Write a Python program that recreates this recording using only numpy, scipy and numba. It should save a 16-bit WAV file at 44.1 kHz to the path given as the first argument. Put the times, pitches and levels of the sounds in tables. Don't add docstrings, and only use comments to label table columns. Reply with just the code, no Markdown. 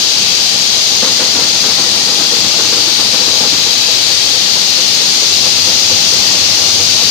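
import sys
import numpy as np
from scipy import signal
from scipy.fft import rfft, irfft
from scipy.io import wavfile
from scipy.ndimage import uniform_filter1d, map_coordinates
from numba import njit

SR = 44100
rng = np.random.default_rng(int(sys.argv[2]) if len(sys.argv) > 2 else 0)


def to_wav(s):
    ch = np.atleast_2d(s).T
    pcm = np.round(np.clip(ch, -1, 1) * 32767)
    wavfile.write(sys.argv[1], SR, pcm.astype(np.int16))


N = 313110


# t/s, relative level/dB, left minus right/dB
GRAIN_FLOW = [(0.0, -13.3, 7), (4.2, -13, 9.3), (5.7, -12.45, 8.4), (7.1, -12.5, 8.6)]
# t/s, treble boost/dB
SHARPNESS = [(0, 0), (2.5, -.4), (4.4, -1.6), (6.1, 2.1), (7.1, .4)]
def grain(left_db, right_db):
    level_db, pan_db = curves(GRAIN_FLOW)
    extra_treble = undb(curves(SHARPNESS)[0]) - 1
    ears = []
    for ear, ear_db in enumerate([left_db + pan_db / 2, right_db - pan_db / 2]):
        hiss = screen_ring(kernels(ear), ear)
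        if ear == 0:
            hiss = bright_resonance(hiss)
        hiss = hiss + extra_treble * band(hiss, hz=5950, width_hz=1200)
        hiss = wall_echo(hiss, lag_s=0.00141, sway_s=.00008, echo_db=-20.5)
        ears.append(unit(hiss) * undb(level_db + ear_db))
    return np.array(ears)


# f/Hz, left level/dB, right level/dB
KERNEL_TONE = [(1000.0, -20.5, -26), (1600.0, -18, -25.5), (2065, -15.0, -20), (2660, -9.5, -16),
               (3260, -6.5, -14.2), (4040, -1.44, -14), (4650.0, 0.5, -14.5), (5280, -3, -14),
               (6070, -5.5, -12.1), (6550, -10, -10), (7150, -15, -17), (8110, -23, -22.5),
               (10660, -31.5, -29), (15000.0, -31.7, -32.5)]
def kernels(ear, per_second=30000, size_spread_db=1, scatter_t60=0.0125):
    struck = rng.random(N) < per_second / SR
    impacts = struck * rng.standard_normal(N) * undb(size_spread_db * rng.standard_normal(N))
    t = np.arange(SR // 100) / SR
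    burst = rng.standard_normal(len(t)) * fade(t, scatter_t60)
    scatter = np.exp(1j * np.angle(rfft(burst, N)))
    scattered = irfft(rfft(impacts) * scatter, N)
    hiss = signal.sosfilt(signal.butter(2, 800, "high", fs=SR, output="sos"), scattered)
    return colour(hiss, np.array(KERNEL_TONE)[:, [0, ear + 1]])


# f/Hz, width/Hz, left boost/dB, right boost/dB
SCREEN_RINGS = [(1890, 110, 1, 3.5), (2600, 180, 0, 2.5), (3266, 83, 2.5, 1), (3950, 110, 1.5, -2),
                (6250, 120, 1.5, 1), (6560, 72, 2.5, 2.5), (7420, 250, 0.5, 2.3), (8480, 230, 3, 4.2),
                (9060, 160, 4, 3), (10300, 170, 3.5, 3.5)]
def screen_ring(hiss, ear, wander_db=1.8):
    for hz, width, *boost_db in SCREEN_RINGS:
        gain = undb(boost_db[ear] + wander_db * walk(5))
        hiss = hiss + (gain - 1) * band(hiss, hz, width)
    return hiss


# t/s, f/Hz
BRIGHT_PITCH = [(0.0, 4610), (0.73, 4800), (4.2, 4570), (6.6, 4780), (7.1, 4650)]
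def bright_resonance(hiss, boost_db=1.6, width_hz=290.0):
    return hiss + (undb(boost_db) - 1) * moving_band(hiss, curves(BRIGHT_PITCH)[0], width_hz)


def wall_echo(x, lag_s, sway_s, echo_db):
    delay_samples = (lag_s + sway_s * walk(0.76)) * SR
    echo = map_coordinates(x, [np.arange(N) - delay_samples], order=1, mode="nearest")
    return x + undb(echo_db) * echo


# t/s, relative level/dB, favoured pitch f/Hz
TRAY_HITS = [(1.023, -6.8, 520), (1.195, -10.5, 560), (1.345, -12, 345), (1.385, -12.5, 600),
             (1.529, -17, 307), (1.634, -11.5, 339), (1.779, -13, 374), (1.929, -16, 363),
             (2.069, -16, 536), (2.189, -13.5, 339), (2.309, -15, 503), (2.439, -15.5, 194),
             (2.58, -12, 480), (2.721, -11.3, 519), (2.869, -15, 355), (2.985, -13.5, 256),
             (3.129, -11.5, 482), (3.269, -12.5, 495), (3.399, -11, 377), (3.519, -15.5, 258)]
def clatter(rebound_s=.048, rebound_db=-7.5):
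    track = np.zeros(N)
    for s, db, hz in TRAY_HITS:
        for delay_s, blow_db in [(0, db), (rebound_s, db + rebound_db)]:
            rise_s = .009 * undb(-13 - blow_db)
            blow = tray_blow(hz, focus_db=11, crunch_db=2.2, crunch_t60=.25, rise_s=rise_s, vary_db=2)
            add(track, s + delay_s, undb(blow_db) * blow)
    return track


# t/s, relative level/dB
KNOCK_STRENGTH = [(0, -3), (.5, -7), (4.0, 0), (4.8, -2), (5.5, 1.5), (6.3, 0), (7.1, -3.5)]
def shaker(first_s=.067, stroke_s=.2243, loose_s=.003, loose_db=.7, loose_pitch=.05):
    track = np.zeros(N)
    strokes = np.arange(first_s, N / SR, stroke_s)
    for s, (late, hard, high) in zip(strokes, rng.standard_normal((len(strokes), 3))):
        hz = 490 * (1 + loose_pitch * high)
        blow = tray_blow(hz, focus_db=9, crunch_db=-5, crunch_t60=0.21, rise_s=0.0056, vary_db=2.5)
        add(track, s + loose_s * late, undb(loose_db * hard) * blow)
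    return track * undb(curves(KNOCK_STRENGTH)[0])


# f/Hz, level/dB, time to fade by 60 dB (t60)/s
TRAY_RINGS = [(105, -8, 0.11), (199, -6.5, 0.11), (272, -8.5, 0.19), (338, -1.8, 0.1), (361.3, -7, 0.17),
              (447, -5, 0.13), (492, -0.5, 0.13), (512.4, -5, 0.18), (547.4, -3.5, 0.18), (634, -7, 0.12),
              (783, -6, 0.16), (854, 1, 0.074), (946, -8, 0.078), (1180, -11, .1), (1370, -14, .08)]
# f/Hz, level/dB
CRUNCH_TONE = [(50, -27), (120, -6), (300, 1), (550, -3), (900, -3.5), (1500, -5.5), (3000, -21),
               (6000, -38)]
def tray_blow(pitch_hz, focus_db, crunch_db, crunch_t60, rise_s, vary_db):
    t = np.arange(SR // 4) / SR
    hz, db, t60 = np.transpose(TRAY_RINGS)[:, :, None]
    size, detune, phase = rng.standard_normal((3, len(hz), 1))
    octaves_away = np.abs(np.log2(hz / pitch_hz))
    db = db + vary_db * size - focus_db * octaves_away
    tones = np.sin(2 * np.pi * (hz * (1 + 0.024 * detune) * t + phase))
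    ring = np.sum(undb(db) * fade(t, t60) * tones, axis=0)
    crunch = colour(rng.standard_normal(len(t)), CRUNCH_TONE) * fade(t, crunch_t60)
    blow = (unit(ring) + undb(crunch_db) * unit(crunch)) * (1 - np.exp(-t / rise_s))
    return blow / np.sqrt(np.mean(blow[:SR // 50] ** 2))


# f/Hz, level/dB
FRAME_TONE = [(25, -14), (55, -19), (80, -10), (115, 0.6), (155, -2.7), (200, 1.5), (280, -1), (400, 0),
              (570, -2), (820, -2), (1050, -5.5), (1200, -4.5), (1500, -14), (2500, -25.5)]
# f/Hz, width/Hz, boost/dB
FRAME_RINGS = [(190, 20, 3.5), (238, 16, 0), (387, 24, 0.5), (650, 23, 3), (795, 22, 5), (876, 26, 3.5),
               (1185, 36, 3.5)]
# t/s, relative rumble level/dB, relative drone level/dB
DRIVE_LEVELS = [(0, -28.3, -48), (2.7, -26.8, -41), (4.3, -28.5, -44), (5.25, -27.6, -43),
                (5.4, -27, -35.5), (6.4, -26.6, -36.5), (6.75, -26.6, -30.5), (7.1, -26, -41)]
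def drive(drone_db, drone_hz, filter_width_hz):
    frame_db, motor_db = curves(DRIVE_LEVELS)
    mid, side = (unit(colour(noise, FRAME_TONE, FRAME_RINGS)) for noise in rng.standard_normal((2, N)))
    rumble = spread(mid, side, apart_hz=900) * undb(frame_db + 0.56 * walk(20))
    drone = band(rng.standard_normal(N), drone_hz, filter_width_hz)
    drone = unit(band(drone, drone_hz, filter_width_hz))
    return rumble + drone * undb(motor_db + drone_db)


def workshop(x, t60, echo_db):
    t = np.arange(SR // 2) / SR
    tails = rng.standard_normal((2, len(t))) * fade(t, t60)
    mid, side = (signal.fftconvolve(x, tail / np.linalg.norm(tail))[:N] for tail in tails)
    return x + undb(echo_db) * spread(mid, side, apart_hz=600)


def spread(mid, side, apart_hz):
    f = np.fft.rfftfreq(N, 1 / SR)
    alike = .92 / (1 + (f / apart_hz) ** 4)
    mid = irfft(rfft(mid) * np.sqrt(1 + alike), N)
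    side = irfft(rfft(side) * np.sqrt(1 - alike), N)
    return np.array([mid + side, mid - side]) / np.sqrt(2)


def colour(x, outline, rings=()):
    f = np.maximum(np.fft.rfftfreq(x.shape[-1], 1 / SR), 1)
    hz, db = np.transpose(outline)
    gain_db = np.interp(np.log(f), np.log(hz), db)
    for centre, width, boost_db in rings:
        gain_db = gain_db + boost_db / (1 + (2 * (f - centre) / width) ** 2)
    return irfft(rfft(x) * undb(gain_db), x.shape[-1])


def band(x, hz, width_hz):
    return signal.lfilter(*signal.iirpeak(hz, hz / width_hz, fs=SR), x)


@njit
def moving_band(x, hz, width_hz):
    y, band_state, low_state = np.empty(len(x)), 0., 0.
    for i in range(len(x)):
        tuning, damping = np.tan(np.pi * hz[i] / SR), width_hz / hz[i]
        ring = (band_state + tuning * (x[i] - low_state)) / (1 + tuning * (tuning + damping))
        band_state = 2 * ring - band_state
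        low_state += 2 * tuning * ring
        y[i] = damping * ring
    return y


def walk(per_second):
    hold = int(SR / per_second)
    steps = np.repeat(rng.standard_normal(N // hold + 1), hold)
    return unit(uniform_filter1d(uniform_filter1d(steps, hold), hold)[:N])


def curves(table):
    s, *columns = np.transpose(table)
    return [np.interp(np.arange(N) / SR, s, column) for column in columns]


def fade(t, t60):
    return np.exp(-np.log(1000) * t / t60)


def add(track, s, sound):
    start = max(int(s * SR), 0)
    part = sound[:max(N - start, 0)]
    track[start:start + len(part)] += part


def undb(db):
    return 10 ** (np.asarray(db) / 20)


def unit(x):
    return x / np.sqrt(np.mean(x ** 2))


def scene():
    knocks = workshop(shaker() * undb(-26.2) + clatter() * undb(-11), t60=.25, echo_db=-11)
    machine = knocks + drive(drone_db=-1, drone_hz=98, filter_width_hz=20)
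    hiss = grain(left_db=2.08, right_db=1.45)
    return hiss + machine * undb([[-.3], [.4]])


def record(dry, ceiling=0.92, hardness=7.9, top_hz=15300):
    rounded = dry / (1 + np.abs(dry / ceiling) ** hardness) ** (1 / hardness)
    return signal.sosfilt(signal.ellip(10, .2, 70, top_hz, fs=SR, output="sos"), rounded)


dry = scene()
out = record(dry)
to_wav(out)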